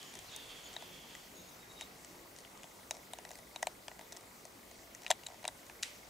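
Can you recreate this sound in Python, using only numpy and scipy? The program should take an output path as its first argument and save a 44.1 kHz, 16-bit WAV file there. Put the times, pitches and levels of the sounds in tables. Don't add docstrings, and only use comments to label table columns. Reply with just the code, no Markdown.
import sys
import numpy as np
from scipy import signal
from scipy.io import wavfile

SR = 44100
rng = np.random.default_rng(int(sys.argv[2]) if len(sys.argv) > 2 else 0)


def voltage_ratio(level):
    return 10 ** (np.asarray(level, float) / 20)


def store_pcm(level_fs):
    pcm = np.round(np.clip(level_fs, -1, 1) * 32767).astype(np.int16)
    wavfile.write(sys.argv[1], SR, np.atleast_2d(pcm).T)


N = 268789


def rms_one(x):
    return x / np.sqrt(np.mean(x ** 2) + 1e-20)


def in_time(rows):
    s, db = np.transpose(rows)
    return voltage_ratio(np.interp(np.arange(N) / SR, s, db, left=-120, right=-120))


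def at_hz(points, hz):
    f, level = np.array(points)[:, :2].T
    return np.interp(np.log(hz), np.log(f), level)


def drift(rate):
    hop = 40
    r = np.exp(-2 * np.pi * rate * hop / SR)
    white = rng.standard_normal(N // hop + 2002)
    slow = signal.lfilter([1], [1, -2 * r, r * r], white)[2000:]
    return np.interp(np.arange(N) / hop, np.arange(len(slow)), rms_one(slow))


def ring(force, hz, t60):
    r = voltage_ratio(-60 / (t60 * SR))
    w = 2 * np.pi * hz / SR
    return signal.lfilter([0, np.sin(w)], [1, -2 * r * np.cos(w), r * r], force + 1e-18)


def pan(x, db):
    return np.array([x * voltage_ratio(db / 2), x * voltage_ratio(-db / 2)])


def grit(lumps_db):
    sizes = voltage_ratio(lumps_db * np.minimum(rng.exponential(1, (2, N)), 6))
    return rms_one(sizes * rng.standard_normal((2, N)))


def swells(times, levels_db, rise_s, fall_db_per_s):
    t = np.arange(N) / SR - np.reshape(times, (-1, 1))
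    shape = np.clip(1 + t / rise_s, 0, 1) ** 2 * voltage_ratio(-fall_db_per_s * np.maximum(t, 0))
    peaks = voltage_ratio(np.reshape(levels_db, (-1, 1)))
    return np.sqrt(np.sum((peaks * shape) ** 2, axis=0))


def banded(white, spectrum, patchy_db):
    # f/Hz, coherence/1
    likeness = [(40, .99), (130, 0.98), (350, 0.72), (1400, 0.025), (2700, 0.067), (4000, 0.52),
                (7000, 0.85), (11000, 0.79), (13000, 0.92), (15000, 0.93)]
    edges = 20 * 2 ** np.arange(0, 9.8, 1 / 3)
    out = 0
    for k, (low, high) in enumerate(zip(edges, edges[1:])):
        band = signal.butter(2, [low, high], "band", fs=SR, output="sos")
        mid, side = signal.sosfilt(band, np.roll(white, 997 * k, axis=1))
        hz = np.sqrt(low * high)
        alike = np.clip(at_hz(likeness, hz), 0, 1)
        gain = voltage_ratio(at_hz(spectrum, hz) + patchy_db * drift(9.5))
        out = out + gain * (np.sqrt(1 + alike) * mid + np.sqrt(1 - alike) * side * [[1], [-1]])
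    return out


def hush():
    # f/Hz, density level/dB
    woods = [(21, -37), (35, 1.5), (70, -1.5), (113, -1), (271, 1.5), (526, 0.5), (582, 1.5), (1050, -2.5),
             (1540, -6), (1940, -8), (2700, -10.5), (7130, -11), (8980, -13.5), (13900, -16.5),
             (15800, -10.5)]
    air = rms_one(banded(rng.standard_normal((2, N)), woods, patchy_db=1.68))
    level_db = -57 + 1.5 - 0.205 * np.arange(N) / SR
    return voltage_ratio(level_db) * air * voltage_ratio(np.array([[.3], [-.3]]))


def drive(level_db=-1.5):
    # delay t/s, f/Hz, level/dB, t60/s
    drive_contacts = [(.0316, 2170, -59, .024), (.032, 1930, -60, .024), (.0362, 2110, -62, .022),
                      (.0365, 1900, -62, .022), (.0308, 3900, -66, .01), (.009, 4000, -68, .01),
                      (.012, 6200, -66, .01)]
    turns_per_s, start_db, settles_s = 25, -4, 2.3
    beat_depth_db, beat_turns = 3.0, 66
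    turns = np.arange(0, N / SR, 1 / turns_per_s)
    beat_db = beat_depth_db * np.cos(np.pi * np.arange(len(turns)) * (1 + 1 / beat_turns))
    out = 0
    for delay, hz, db, t60 in drive_contacts:
        clicks = np.zeros(N + SR)
        uneven_db = 2.5 * rng.standard_normal(len(turns))
        at = ((turns + delay) * SR).astype(int)
        clicks[at] = voltage_ratio(db + beat_db * np.sign(hz - 2000) + uneven_db)
        out = out + ring(clicks[:N], hz, t60)
    settling_db = np.interp(np.arange(N) / SR, [0, settles_s], [start_db, 0])
    smooth = signal.lfilter([.5, .5], [1], out)
    return pan(smooth * voltage_ratio(level_db + drift(1.5) + settling_db), -0.5)


def far_engine():
    # t/s, low order level/dB, high order level/dB
    engine_swells = [
        (0.9, -64, -71),
        (1.41, -59.5, -68),
        (1.78, -70, -61),
        (2.15, -69.5, -60),
        (2.54, -68, -67),
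    ]
    rise_s, fall_db_per_s = .15, 82
    s, low_db, high_db = np.transpose(engine_swells)
    low = rms_one(ring(rng.standard_normal(N), 176, 0.44))
    low = low * swells(s, low_db - 1.5, rise_s, fall_db_per_s)
    high = rms_one(ring(rng.standard_normal(N), 342, 0.036))
    high = high * swells(s, high_db - 3, 2 * rise_s, fall_db_per_s)
    return pan(low + high, 0.3)


def far_bird():
    # start t/s, length t/s, f/Hz, level/dB
    peeps = [
        (0.04, .09, 6900, -63),
        (0.3, .05, 7020, -66),
        (0.633, 0.062, 6820, -59),
        (1.345, 0.091, 6720, -62),
        (1.441, .07, 6720, -66),
        (1.51, .07, 6230, -67),
    ]
    sag_hz_per_s, arch_db, edge_s = 1540, 9, 0.0027
    t = np.arange(N) / SR
    out = 0
    for s, length, hz, db in peeps:
        along = np.clip((t - s) / length, 0, 1)
        pitch = (hz - sag_hz_per_s * length * along) * (1 + 0.0085 * drift(60))
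        fade = np.clip(np.minimum(t - s, s + length - t) / edge_s, 0, 1)
        level_db = db - arch_db * (2 * along - 1) ** 2 + 3.4 * drift(65)
        out = out + np.sqrt(2) * fade * voltage_ratio(level_db) * np.sin(2 * np.pi * np.cumsum(pitch) / SR)
    return pan(out, 4.1)


def ferns(width_hz=230):
    # f/Hz, width f/Hz, level/dB
    fronds = [(2250, 1300, -3), (2720, 280, -0.5), (4450, 660, -1.5), (6450, 560, -5.5)]
    # t/s, level/dB, f/Hz of the stiffest fronds
    brushes = [(0.01, -57.5, 3170), (0.16, -61.5, 3300), (0.29, -59, 4200), (0.325, -53, 3600),
               (0.4, -60, 3500), (0.5, -54, 3380), (0.66, -56.5, 3260), (0.81, -57.5, 3400),
               (0.93, -57, 3330), (1.1, -58, 3300), (1.39, -69, 3690)]
    rise_s, fall_db_per_s, rest_db = .03, 55, -7
    sag_hz_per_s = 980
    near, apart = grit(1.8)
    sides = np.array([near + 0.46 * apart, near - 0.23 * apart])
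    rest = 0
    for hz, width, db in fronds:
        rest = rest + voltage_ratio(db + .8 * drift(9)) * rms_one(ring(sides, hz, 2.2 / width))
    s, db, hz = np.transpose(brushes)
    t = np.arange(N) / SR + rise_s
    last = np.maximum(np.searchsorted(s, t) - 1, 0)
    centre_hz = np.maximum(hz[last] - sag_hz_per_s * (t - s[last]), 1000)
    turn = np.exp(2j * np.pi * np.cumsum(centre_hz) / SR)
    slow = signal.sosfilt(signal.butter(2, width_hz, fs=SR, output="sos"), sides / turn)
    stiff = rms_one(np.real(slow * turn))
    out = swells(s, db, rise_s, fall_db_per_s) * (stiff + voltage_ratio(rest_db) * rest)
    return out * voltage_ratio(np.array([[-1.2], [1.2]]))


def flakes():
    # t/s, level/dB
    scrape = [
        (0.0, -59.5),
        (1.5, -66),
        (3.5, -74.5),
        (5.17, -67),
        (5.8, -68),
        (6.09, -64.5),
    ]
    # t/s, level/dB
    slides = [
        (1.79, -59),
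        (1.812, -59),
        (5.84, -46.5),
    ]
    # f/Hz, density level/dB
    flake_colour = [(590, -69), (1000, -57), (1130, -10), (1280, -14), (1670, -10), (2090, -1.5),
                    (3400, -6.5), (4460, -10.5), (5050, -4), (15000, -27)]
    s, db = np.transpose(slides)
    gain = in_time(scrape) * voltage_ratio(1.5) + swells(s, db, rise_s=0.0069, fall_db_per_s=183)
    return gain * rms_one(banded(grit(3.5), flake_colour, patchy_db=.6))


def creak():
    # t/s, level/dB
    creaks = [
        (1.394, -64),
        (1.502, -68),
        (1.615, -63),
        (1.712, -55.5),
        (1.79, -52.5),
        (1.815, -51.5),
    ]
    slips_per_s = 900
    slips = (rng.random(N) < slips_per_s / SR) * rng.standard_normal(N)
    s, db = np.transpose(creaks)
    load = swells(s, db, rise_s=.045, fall_db_per_s=400)
    return pan(load * rms_one(ring(ring(slips, 3770, 0.028), 3800, 0.015)), 1.7)


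def echoes(x, t60=0.033, level_db=-24):
    t = np.arange(SR // 4) / SR
    tail = rng.standard_normal((2, len(t))) * voltage_ratio(-60 * t / t60) * (t > .004)
    tail = signal.sosfilt(signal.butter(1, 6000, fs=SR, output="sos"), tail)
    tail = tail / np.sqrt(np.sum(tail ** 2, axis=1, keepdims=True))
    return voltage_ratio(level_db) * signal.fftconvolve(x, tail, axes=1)[:, :N]


def struck(force, modes, dice, edges, centre_hz=None, focus_db=45, spread_db=2.0, detune=.01):
    out = 0
    for (hz, db, t60), luck, shift in zip(modes, dice, dice[::-1]):
        off_octaves = np.log2(hz / (centre_hz or hz))
        mode = ring(force, hz * (1 + detune * shift), t60)
        gain = voltage_ratio(db + spread_db * luck - focus_db * off_octaves ** 2)
        out = out + gain * mode / np.abs(mode).max()
    out = signal.sosfilt(signal.butter(2, edges, "band", fs=SR, output="sos"), out)
    return out / np.abs(out).max()


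def contacts():
    # t/s, bright crack level/dB, trunk level/dB, bark level/dB, splinter level/dB
    dry_blows = [(1.8106, -35.5, -48, -34.5, -45), (2.6333, -43.5, -65, -44.5, -70),
                 (2.6414, -50, -47.5, -45.5, -70), (2.9095, -25, -36.5, -31, -37),
                 (3.1866, -41.5, -42, -46.5, -60), (3.5604, -40, -39.5, -39.5, -35.5),
                 (3.882, -37, -41.5, -37.5, -58), (5.0645, -42, -50, -29, -40),
                 (5.0795, -44, -54, -48, -47), (5.1058, -20, -21.5, -27, -50),
                 (5.2354, -48, -51.5, -46.5, -57), (5.4425, -47, -39.5, -42.5, -65),
                 (5.4522, -37.5, -35.5, -32, -41)]
    soft_blows = [(0.7644, -44.5, -42, -40, -32.5), (0.8236, -48, -43, -46, -55),
                  (1.151, -42.5, -56, -42, -65), (1.8184, -44, -45.5, -54, -48),
                  (2.0472, -41.5, -56, -49, -65), (2.4492, -63, -67, -44.5, -70),
                  (3.251, -43.5, -47, -43.5, -48.5), (3.3066, -47, -46, -50, -51),
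                  (3.3146, -42, -57, -47.5, -65), (3.3552, -42, -57, -49, -65),
                  (3.6282, -28.5, -28.5, -29.5, -47), (3.915, -53, -46.5, -46.5, -65),
                  (3.9927, -46, -45.5, -44, -60), (4.0114, -49, -48, -47.5, -54),
                  (4.123, -39.5, -53, -50, -49), (4.1698, -41, -54, -60, -61),
                  (4.4529, -41.5, -47.5, -53, -63), (4.9492, -38.5, -63, -47, -65),
                  (5.0469, -48, -52, -52, -65), (5.0714, -47, -51, -48, -65),
                  (5.4866, -47, -42.5, -40, -60), (5.6979, -51, -49.5, -44, -70),
                  (5.8353, -36, -69, -41, -42)]
    crisp_blows = [
        (5.1028, -34, -28, -31, -25),
        (5.1125, -21.5, -33.5, -18.5, -27.5),
        (5.4787, -26.5, -37, -36, -31.5),
    ]
    sharp_blows = [
        (0.3633, -32, -54, -54, -70),
        (3.1343, -34.5, -39, -40.5, -40.5),
        (3.6701, -28, -28.5, -32, -37.5),
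        (5.2678, -32, -53, -42, -47),
        (5.2648, -44, -60, -41.5, -37),
    ]
    slab_blows = [
        (5.8271, -31, -68, -38, -37),
        (5.8315, -25, -61, -27, -32.5),
    ]
    # t/s, crack level/dB, trunk level/dB
    ticks = [(0.0293, -43, -66), (0.1391, -43.5, -55), (0.1532, -41, -52), (0.17, -48, -59),
             (0.1898, -42, -54), (0.244, -51, -52), (0.3174, -49, -59), (0.731, -45, -65),
             (0.7392, -44, -66), (2.3633, -47, -62), (2.387, -43, -57), (2.4053, -50, -62),
             (2.5753, -51, -69), (2.9424, -49, -48.5), (2.9497, -49, -53), (2.968, -46.5, -48),
             (3.2907, -46, -65), (3.3326, -49, -57), (3.3757, -51, -59), (3.388, -45.5, -52),
             (3.6254, -43, -42), (4.1274, -42.5, -61), (4.149, -51, -53), (4.1655, -42.5, -66),
             (4.2093, -48, -58), (4.7133, -48, -52.5), (5.02, -47, -55), (5.034, -46, -65),
             (5.4294, -49, -53), (5.666, -46, -65)]
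    # t/s, trunk level/dB
    bumps = [
        (5.1244, -40),
        (5.2714, -54),
        (5.286, -46.5),
        (5.3014, -49),
        (5.321, -50),
        (5.3344, -52),
        (5.3432, -47.5),
    ]
    crack_hz, tick_hz = 6600, 2140
    bark_db, splinter_db, bump_crack_db = -8.5, -11, -4.5
    touches = []
    for blows, blow_crack_hz, bark_hz in [(dry_blows, crack_hz, 2600), (soft_blows, crack_hz, 1820),
                                          (crisp_blows, 7000, 3400), (sharp_blows, 9700, 2480),
                                          (slab_blows, 6700, 2950)]:
        touches += [(*row, blow_crack_hz, bark_hz) for row in blows]
    for s, db, trunk_db in ticks:
        touches.append((s, db, trunk_db, db + bark_db, db + splinter_db, crack_hz, tick_hz))
    for s, db in bumps:
        touches.append((s, db + bump_crack_db, db, db + bark_db, db + 2 * splinter_db, crack_hz, tick_hz))
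    return touches


def pecks(crush_s=0.00047, knock_s=0.00013, crumbs_db=-30, crumbs_s=0.008, lag_s=0.00088):
    # f/Hz, level/dB, t60/s
    crack_modes = [(5250, -1, 0.0037), (5750, -3, 0.01), (6370, 1.5, 0.008), (7020, 1.5, 0.0055),
                   (7760, 5.5, 0.0022), (8980, -6, 0.0086), (10300, -23, 0.0015), (12500, -14, .003),
                   (15000, -23, .002)]
    trunk_modes = [(645, -6.5, 0.041), (728, -4, 0.03), (899, 1, 0.014)]
    bark_modes = [(1710, -10, 0.025), (1953, 2.2, 0.017), (2430, 6, 0.0065), (2865, 9.5, 0.0062),
                  (3300, 6, 0.0075)]
    splinter_modes = [(3837, 20, 0.016), (4180, -22, 0.016)]
    # low f/Hz, high f/Hz
    part_edges = [
        (4400, 13700),
        (610, 1080),
        (1500, 4600),
        (3500, 4450),
    ]
    crack_spread_oct, spot_spread_oct = .12, .04
    left_db, round_s, round_db = 3, 5.75, 2
    size = 2000
    t = np.arange(size) / SR
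    out = np.zeros(N + size)
    crush = t / crush_s * np.exp(-t / crush_s)
    crush = crush + voltage_ratio(crumbs_db) * np.exp(-t / crumbs_s)
    late = np.maximum(t - lag_s, 0)
    push = late / knock_s * np.exp(-late / knock_s)
    for s, crack_db, trunk_db, bark_db, splinter_db, crack_hz, bark_hz in contacts():
        dice = rng.standard_normal(size)
        rough = crush * dice
        crack_hz = crack_hz * 2 ** (crack_spread_oct * dice[-90])
        bark_hz = bark_hz * 2 ** (spot_spread_oct * dice[-91])
        crack = struck(rough, crack_modes, dice[-20:], part_edges[0], crack_hz)
        trunk = struck(push, trunk_modes, dice[-40:-20], part_edges[1])
        bark = struck(rough, bark_modes, dice[-60:-40], part_edges[2], bark_hz)
        splinter = struck(rough, splinter_modes, dice[-80:-60], part_edges[3])
        at = round((s - .0005) * SR)
        out[at:at + size] += voltage_ratio(crack_db + 3) * crack + voltage_ratio(trunk_db + 3) * trunk
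        out[at:at + size] += voltage_ratio(bark_db + 3) * bark + voltage_ratio(splinter_db) * splinter
    return pan(out[:N], np.where(np.arange(N) / SR < round_s, left_db, round_db))


def scene():
    close = pecks() + creak()
    soft = ferns() + flakes() + hush() + far_bird() + far_engine() + drive()
    soft = signal.sosfilt(signal.cheby2(16, 50, 16050, fs=SR, output="sos"), soft)
    return close + echoes(close) + soft


def low_pass(x):
    return signal.sosfilt(signal.butter(12, 16960, fs=SR, output="sos"), x)


def record(dry):
    mix = signal.sosfilt(signal.cheby2(20, 60, 17050, fs=SR, output="sos"), dry)
    return low_pass(mix)


dry = scene()
out = record(dry)
store_pcm(out)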